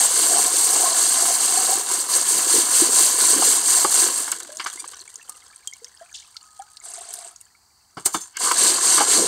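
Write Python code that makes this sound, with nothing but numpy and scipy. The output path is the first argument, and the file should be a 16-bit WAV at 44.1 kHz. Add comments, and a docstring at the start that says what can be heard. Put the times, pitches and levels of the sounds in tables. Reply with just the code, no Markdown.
"""In a shallow creek, wet gravel is spun in a sieve pan that sits on a bucket of water.
With each push the stones rattle on the mesh while the water churns below. The pan stops and drips.
A saucepan scoops up water and pours it over the stones, the wire handles scrape and clank,
and the spinning starts again. The stones are many tiny clacks; the water is many ringing bubbles."""
import sys
import numpy as np
from scipy import signal
from scipy.fft import next_fast_len
from scipy.io import wavfile
from scipy.ndimage import uniform_filter1d

SR = 44100
rng = np.random.default_rng(int(sys.argv[2]) if len(sys.argv) > 2 else 0)


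def master_out(mix):
    """Clip the mix to full scale and print it as 16-bit PCM to the path in sys.argv[1]."""
    frames = np.transpose(np.atleast_2d(mix))
    ceiling = np.clip(frames, -1, 1)
    pcm = np.round(ceiling * 32767).astype(np.int16)
    wavfile.write(sys.argv[1], SR, pcm)


N = 408807
TIME = np.arange(N) / SR

# The peaky treble tone shared by the rattle, pour, drips and scrapes: f/Hz, level/dB
BRIGHT_TONE = [(1200, -27.5), (2400, -24), (3500, -22.5), (4500, -11), (5400, -19), (6200, -9), (6900, -10),
               (7500, -4.5), (7800, -10), (8150, -1), (8550, -1.5), (9100, -11), (9900, -12), (13200, -21),
               (16000, -23.5)]
# The tone of the dull pan and of the deep water: f/Hz, level/dB
PAN = [(50, -23), (150, -20), (400, -8), (730, 0), (860, -7.5), (1020, 5), (1250, -5.5), (1700, -2),
       (2200, -12), (3200, -7), (7000, -48.5)]
WATER = [(40, -17), (140, -23.5), (220, -11.5), (330, 3), (500, 1.5), (750, -5.5), (1500, -47.5)]
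# Pushes of the hand that spin the pan: start/s, length/s, level/dB
PUSHES = [(-0.072, 0.04, -10), (0.087, 0.36, -16.5), (0.479, 0.4, -17.5), (0.893, 0.44, -17.5),
          (1.354, 0.38, -18), (1.834, 0.14, -20), (2.072, 0.022, -11.5), (2.218, 0.2, -18),
          (2.446, 0.13, -14), (2.674, 0.14, -13.5), (2.894, 0.15, -13), (3.139, 0.19, -14),
          (3.381, 0.13, -13.5), (3.616, 0.17, -15), (3.874, 0.13, -14), (4.112, 0.1, -24),
          (8.375, 0.066, -14.5), (8.537, 0.13, -10), (8.796, 0.16, -11.5), (9.051, 0.075, -9)]
# The pan bumping the bucket: t/s, level/dB, f/Hz, t60/s (t60 is the time to fade by 60 dB)
KNOCKS = [(3.42, -11, 750, 0.05), (3.845, -5, 750, 0.052), (4.276, -20.5, 1200, 0.09),
          (4.321, -20, 1600, 0.06), (4.402, -28, 1500, 0.04), (4.596, -16.5, 1700, 0.085),
          (4.659, -13, 1500, 0.08), (4.841, -25.5, 1100, 0.03), (4.933, -30.5, 1500, 0.051),
          (5.288, -34, 735, 0.092), (7.969, -23.5, 850, 0.12), (7.969, -30, 160, 0.11),
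          (8.058, -21, 790, 0.14), (8.143, -12, 870, 0.079), (8.148, -26.5, 200, 0.1),
          (8.512, -4.5, 1170, 0.041), (8.976, -7.5, 795, 0.11), (9.0, -6, 810, 0.12)]
FLOODED_S = 7.33  # from here on, the poured water covers the mesh


def amp(db):
    """Turns decibels into a gain to multiply by."""
    return 10 ** (np.asarray(db) / 20)


def unit(x):
    """Scales a sound to an average power of 1."""
    return x / np.sqrt(np.mean(x ** 2) + 1e-20)


def add(mix, s, sound):
    """Mixes a sound in, starting at s seconds."""
    part = mix[max(round(s * SR), 0):][:len(sound)]
    part += sound[:len(part)]


def envelope(start, rise_s, length_s, fade_db_per_s):
    """A gain that rises from the start, then fades once the length has passed."""
    t = TIME - start
    return np.clip(t / rise_s, 0, 1) * amp(-fade_db_per_s * np.maximum(t - length_s, 0))


def swell(crest, rise_db_per_s, fall_db_per_s):
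    """A gain that climbs to 1 at the crest and falls away."""
    return amp(-np.maximum(rise_db_per_s * (crest - TIME), fall_db_per_s * (TIME - crest)))


def stroke(rise_s, t60):
    """A short slide: the times around its peak, and how hard it presses at each."""
    t = np.arange(-SR // 8, SR // 2) / SR
    return t, np.exp(np.minimum(t, 0) / rise_s - np.log(1000) * np.maximum(t, 0) / t60)


def colour(x, spectrum):
    """Gives a sound the tone in a table, at power 1, while clicks keep their sharp start."""
    hz, db = np.transpose(spectrum)
    grid_hz = abs(np.fft.fftfreq(4096, 1 / SR))
    log_gain = np.log(amp(np.interp(np.log1p(grid_hz), np.log1p(hz), db)))
    taps = np.fft.ifft(np.exp(np.conj(signal.hilbert(log_gain)))).real  # a minimum-phase filter
    return unit(signal.oaconvolve(x, taps[:len(taps) // 2])[:len(x)])


def ring(x, hz, width_hz):
    """Makes a sound ring at one pitch; the narrower the width, the longer it rings."""
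    sharpness = hz / min(width_hz, .3 * SR)
    return signal.lfilter(*signal.iirpeak(min(hz, .45 * SR), sharpness, SR), x)


def waver(x, depth_hz, every_s):
    """Lets the pitch of a sound wander at random."""
    times = np.arange(0, N / SR + every_s, every_s)
    shift_hz = np.interp(TIME, times, rng.standard_normal(1000)[:len(times)]) * depth_hz
    return (signal.hilbert(x, next_fast_len(N))[:N] * np.exp(2j * np.pi * np.cumsum(shift_hz) / SR)).real


def soften(x):
    """Water cushions the start of a sound."""
    return x * (1 - np.exp(-np.arange(len(x)) / (.002 * SR)))


def clicks(per_s, spread_db):
    """Clicks at random moments, mostly small and a few large."""
    place, chance = rng.random((6000, 2))[:int(per_s * N / SR)].T
    out = np.zeros(N)
    out[(place * N).astype(int)] = amp(spread_db * np.minimum(-np.log(chance), 3.6))
    return out


def clack(hz, width, t60, scatter):
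    """One hit: a click scatters off nearby stones and rings what it struck. Width is a share of hz."""
    t = np.arange(int(t60 * SR) + 64) / SR
    blow = scatter * rng.standard_normal(SR // 2)[:len(t)] * amp(-60 * t / t60)
    blow[0] += 1
    return ring(blow, hz, width * hz)


def shower(low_hz, high_hz, per_s, spread_db, width, t60, scatter, count=14):
    """Many clacks of many pitches, each with a short noisy tail."""
    out = np.zeros(N)
    decay = amp(-120 / (t60 * SR))  # share of a tail's power left after one sample
    for hz in np.geomspace(low_hz, high_hz, count):
        hits = clicks(per_s / count, spread_db)
        tails = np.sqrt(signal.lfilter([1], [1, -decay], hits ** 2 + 1e-12)) * rng.standard_normal(N)
        out += np.sqrt(hz) * unit(ring(hits + scatter * tails, hz, width * hz))
    return unit(out)


def bubble(hz, t60, rise):
    """A fading tone whose pitch climbs, as a bubble's does when it nears the surface."""
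    t = np.arange(int(t60 * SR) + 8) / SR
    tone = np.sin(2 * np.pi * hz * t * (1 + rise * t / t60))
    return tone * amp(-60 * t / t60) * (1 - np.exp(-t * hz))


def bubbling(low_hz, high_hz, per_s, spread_db, cycles, count=30):
    """Many bubbles of many sizes; the big, low ones ring longest."""
    out = np.zeros(N)
    for hz in np.geomspace(low_hz, high_hz, count):
        births = clicks(per_s / count, spread_db)
        out += np.sqrt(hz) * signal.oaconvolve(births, bubble(hz, cycles / hz, rise=0.081))[:N]
    return unit(out)


def body(x):
    """The pan on its bucket answers a blow by ringing at several pitches."""
    # Those pitches: f/Hz, width/Hz, level/dB
    resonances = [(350, 110, 1), (1145, 280, -1.5), (1538, 100, -6.5), (2186, 110, -4), (2950, 360, 0),
                  (4520, 420, 3)]
    return sum(amp(db) * ring(x, hz, width) for hz, width, db in resonances)


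def creek():
    """Shallow water makes a faint, steady wash."""
    # Its tone: f/Hz, level/dB
    wash = [(25, -19), (68, 2.5), (130, -8.5), (520, -15), (820, -4), (2000, -13), (3500, -24), (4600, 0.5),
            (5200, -11.5), (8300, -7), (10500, -19.5)]
    return amp(-59.5) * colour(rng.standard_normal(N), wash)


def bank_echo(near):
    """The creek banks scatter a little of the sound back."""
    t = np.arange(SR // 2) / SR
    banks = rng.standard_normal(len(t)) * amp(-60 * t / .24) * (t > .004)
    return amp(-19) * signal.oaconvolve(near, banks / np.linalg.norm(banks))[:N]


def ringing(sag=.04):
    """Thin metal rings after a touch, starting a little high and sinking in pitch."""
    # The saucepan (picked up, dipped, tipped), then a wire handle: t/s, level/dB, f/Hz, t60/s
    touches = [(5.292, -46, 1190, 0.35), (5.674, -28.5, 3120, 0.078), (6.419, -53.5, 1215, 2.8),
               (8.145, -29, 3460, 0.16)]
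    out, t = np.zeros(N), np.arange(SR // 2) / SR
    for s, db, hz, t60 in touches:
        fade = amp(-60 * t / t60)
        pitch = hz * (1 + sag * np.sqrt(fade))
        add(out, s, amp(db) * fade * np.sin(2 * np.pi * np.cumsum(pitch) / SR))
    return out


def squeaking(at_s=4.803, pitch_hz=1178, jitter=.012):
    """A handle sticks and slips in its loop: a quick, unsteady run of jolts with grit in it."""
    out = np.zeros(N)
    t, pressure = stroke(rise_s=.008, t60=.05)
    hz = pitch_hz * (1 + jitter * unit(uniform_filter1d(rng.standard_normal(len(t)), 40)))
    jolts = unit(sum(np.cos(2 * np.pi * k * np.cumsum(hz) / SR) for k in range(2, 10)))
    rough = jolts + .8 * rng.standard_normal(len(t))
    add(out, at_s + t[0], amp(-27.5) * pressure * (colour(rough, BRIGHT_TONE) + jolts / 3))
    return out


def scooping():
    """The saucepan splashes out of the creek in a burst of tiny bubbles."""
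    splash = amp(-38) * envelope(start=6.137, rise_s=0.011, length_s=0.011, fade_db_per_s=147)
    return splash * bubbling(2820, 9000, per_s=1800, spread_db=4, cycles=24)


def pouring():
    """Poured water spatters on the stones, froths, and makes the air in the bucket ring."""
    spatter = shower(417, 10100, per_s=6200, spread_db=7.5, width=0.16, t60=0.039, scatter=0.17)
    froth = amp(-10) * bubbling(850, 7700, per_s=1100, spread_db=0.5, cycles=17)
    air = amp(-9.5) * unit(ring(ring(spatter, 707, 100), 707, 100))
    dull = amp(-17) * colour(spatter, PAN) + amp(-21) * colour(spatter, WATER)
    stream = amp(-39.5) * envelope(start=6.82, rise_s=.04, length_s=0.45, fade_db_per_s=260)
    return stream * (colour(spatter, BRIGHT_TONE) + dull + froth + air)


def draining(stop_s=4.25):
    """The stopped pan drains: wet grit crackles, drops raise small bubbles, and the bucket gurgles."""
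    grit = shower(1600, 7900, per_s=520, spread_db=4.2, width=1.0, t60=0.027, scatter=0.3)
    snaps = bubbling(3650, 10400, per_s=130, spread_db=7.5, cycles=65)
    drips = bubbling(1170, 3250, per_s=61, spread_db=5.0, cycles=60)
    gurgle = bubbling(121, 1440, per_s=300, spread_db=5, cycles=15)
    emptying = envelope(stop_s, rise_s=.08, length_s=FLOODED_S - stop_s, fade_db_per_s=84)
    rush = envelope(stop_s, rise_s=.08, length_s=0, fade_db_per_s=14)
    trickle, stray_drops = amp(-54.5), amp(-11)  # faint stray drops fall the whole time
    flow = emptying * (amp(-37.5) * rush + trickle)
    # Each bump shakes some grit loose.
    shaken = sum(amp(db - 19.5) * envelope(s, 0.0088, 0, fade_db_per_s=125) for s, db, _, _ in KNOCKS)
    crackle = amp(-4) * colour(grit, BRIGHT_TONE) + amp(-11) * colour(grit, PAN)
    drops = (flow + stray_drops * trickle) * amp(-5.5) * colour(snaps, BRIGHT_TONE)
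    drops += (emptying + stray_drops) * amp(-60) * drips
    return (flow + shaken) * crackle + drops + amp(-49) * rush ** 1.5 * colour(gurgle, WATER)


def ticking():
    """Single stones settle and drops land, each with a sharp tick."""
    # The ticks: t/s, level/dB, f/Hz
    ticks = [(2.0146, -8, 8800), (4.3172, -5, 8100), (4.402, -17.5, 7500), (4.57, -18, 6500),
             (4.879, -26.5, 6800), (5.1575, -18, 6560), (5.2952, -17, 8750), (5.674, -11, 7440),
             (5.736, -22.5, 6600), (5.8451, -21.5, 5870), (6.1492, -28, 3560), (6.367, -23.5, 4550),
             (6.621, -29, 6560), (6.77, -26.5, 4500), (7.1386, -16.5, 8100), (7.361, -29, 6250),
             (7.412, -26.5, 8040), (8.3696, -11, 6730)]
    out = np.zeros(N)
    for s, db, hz in ticks:
        tick = ring(clack(hz, width=.2, t60=.022, scatter=.2), hz, hz)
        add(out, s, amp(db) * tick / abs(tick).max())
    return out


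def hollow_tones():
    """Short hollow tones: booms of the bucket and single bubbles, each with a faint burst of noise."""
    # The tones: t/s, level/dB, f/Hz, t60/s
    tones = [(0.83, -18, 697, 0.12), (0.855, -17.5, 1050, 0.15), (1.57, -16.5, 736, 0.097),
             (1.72, -18.5, 756, 0.11), (2.54, -9.5, 420, 0.039), (2.58, -12, 322, 0.046),
             (2.818, -7, 322, 0.061), (4.492, -25, 590, 0.2), (4.774, -31, 2050, 0.057),
             (5.725, -32, 2110, 0.064), (5.817, -40, 456, 0.12), (6.011, -28.5, 652, 0.084),
             (6.594, -24.5, 763, 0.09), (9.005, -7, 796, 0.093), (9.22, -9, 458, 0.044)]
    out = np.zeros(N)
    for s, db, hz, t60 in tones:
        add(out, s, amp(db) * soften(bubble(hz, t60, rise=0.104)))
        add(out, s, amp(db - 20) * soften(clack(hz, width=1.5, t60=t60, scatter=.8)))
    return out


def knocking():
    """The pan bumps the bucket: a dull thud, and both of them ring."""
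    out = np.zeros(N)
    for s, db, hz, t60 in KNOCKS:
        blow = clack(hz, width=0.85, t60=t60, scatter=0.93)
        knock = soften(ring(blow, hz, 2 * hz) + amp(4) * body(blow))
        add(out, s, amp(db) * knock / abs(knock).max())
    return out


def scraping():
    """The handles scrape in their loops, which leaves the steel wire ringing."""
    # The scrapes: t/s, level/dB, rise/s, t60/s, ring compared with scrape/dB
    scrapes = [(8.06, -9, 0.0029, 0.059, -13), (8.145, -24.5, 0.011, 0.093, -0.5),
               (8.21, -35, .002, 0.12, 6), (8.52, -15.5, 0.0053, 0.02, -17)]
    # The pitches of the wire: f/Hz, level/dB
    wire = [(5280, -6), (6340, 4), (7090, 9), (7280, 2), (7520, 5), (8500, 0), (8900, 2)]
    out = np.zeros(N)
    for s, db, rise, t60, ring_db in scrapes:
        t, pressure = stroke(rise, t60)
        slips = pressure * colour(rng.standard_normal(len(t)), BRIGHT_TONE)
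        jolts = pressure * rng.standard_normal(len(t))
        steel = sum(amp(level) * ring(jolts, hz, width_hz=16) for hz, level in wire)
        add(out, s + t[0], amp(db) * (slips + amp(ring_db) * slips.std() * unit(steel)))
    return out


def grinding():
    """The pan grinds on the bucket's rim as it starts to turn."""
    # The rubs: t/s, level/dB, rise/s, t60/s, f/Hz
    grinds = [(8.374, -29.5, .011, .06, 1850), (8.485, -23, .025, .2, 1100)]
    out = np.zeros(N)
    for s, db, rise, t60, hz in grinds:
        t, pressure = stroke(rise, t60)
        rub = ring(rng.standard_normal(len(t)), hz, hz / 4)
        add(out, s + t[0], amp(db) * pressure * unit(body(rub)))
    return out


def sloshing(rattle):
    """Water churns along with the stones, and waves slap under the mesh."""
    # The tops of the waves: t/s, level/dB
    waves = [(0.34, -32.5), (0.74, -32.5), (1.7, -34.5), (2.38, -33.5), (2.57, -31), (2.88, -29.5),
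             (3.38, -27.5), (4.05, -33.5), (8.69, -29.5), (9.2, -20.5)]
    slaps = sum(amp(db) * swell(s, rise_db_per_s=167, fall_db_per_s=131) for s, db in waves)
    churn = amp(-24.5) * rattle
    gurgle = bubbling(120.4, 1386, per_s=500, spread_db=4.0, cycles=8.9)
    return np.hypot(churn, slaps) * colour(gurgle, WATER)


def booming(tumble, water_risen_s=1.59):
    """Air in the bucket rings, most just before each push ends, and fades once the water has risen."""
    air = waver(unit(ring(ring(tumble, 717, 145), 717, 145)), depth_hz=20, every_s=.15)
    swells = sum(amp(db) * swell(s + length - 0.065, rise_db_per_s=75, fall_db_per_s=118)
                 for s, length, db in PUSHES)
    return air * swells * amp(-10.5 - 56.5 * np.maximum(TIME - water_risen_s, 0))


def pebbles(per_s, spread_db, cycles, count=44):
    """Larger pebbles ring briefly when they collide, each at its own pitch."""
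    t = np.arange(SR // 30) / SR
    pitches = np.geomspace(1300, 11000, count) * rng.uniform(.98, 1.02, count)
    turns = np.outer(pitches, t)
    tones = np.sqrt(pitches[:, None]) * np.sin(2 * np.pi * turns) * amp(-60 * turns / cycles)
    return unit(sum(signal.oaconvolve(clicks(per_s / count, spread_db), tone)[:N] for tone in tones))


def motion(spin_up_s=.08, coast_db_per_s=70, grip_db=-33):
    """How hard the stones move: pushes add up, and below grip_db friction holds the stones still."""
    power = sum((amp(db) * envelope(s, spin_up_s, length, coast_db_per_s)) ** 2
                for s, length, db in PUSHES)
    return np.sqrt(np.maximum(power - amp(grip_db) ** 2, 0))


def spinning(wet_cutoff_hz=7700):
    """Stones skitter on the mesh, shake the pan and the air under it, and stir the water."""
    rattle = motion()
    skitter = shower(1500, 14000, per_s=2600, spread_db=2.5, width=0.64, t60=0.062, scatter=0.16)
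    tumble = shower(199, 3980, per_s=1300, spread_db=3.0, width=0.39, t60=0.054, scatter=0.18)
    skitter += amp(-4) * pebbles(per_s=1400, spread_db=2.8, cycles=45)
    bright = colour(skitter, BRIGHT_TONE)
    dulled = signal.lfilter(*signal.butter(1, wet_cutoff_hz, fs=SR), bright)
    stones = rattle * np.where(TIME > FLOODED_S, dulled, bright)  # water over the mesh dulls them
    water = sloshing(rattle)
    air = booming(tumble)
    thumps = amp(-7) * unit(ring(body(clicks(per_s=60, spread_db=3)), 900, 900))
    rumble = amp(-29.5) * np.tanh(rattle / amp(-16.5))  # levels off in the hard pushes
    return stones + rumble * (colour(tumble, PAN) + thumps) + air + water


def scene():
    """The work at the pan, its faint echo and the creek, in one channel."""
    near = spinning() + draining() + scooping() + pouring() + ticking() + hollow_tones()
    near += knocking() + scraping() + grinding() + squeaking() + ringing()
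    return (near + bank_echo(near) + creek())[None]


def record(dry, top_hz=15750):
    """Gently rounds the peaks, dips three narrow bands and cuts the highest treble."""
    # The dips in the tone: f/Hz, width/Hz
    notches = [(595, 89), (1875, 85), (2475, 196)]
    dry = .8 * np.tanh(dry / .8)
    for hz, width in notches:
        dry = dry - ring(dry, hz, width)
    low_pass = signal.firwin(611, top_hz, window=("kaiser", 8), fs=SR)
    return signal.oaconvolve(dry, low_pass[None], "same")


dry = scene()
out = record(dry)
master_out(out)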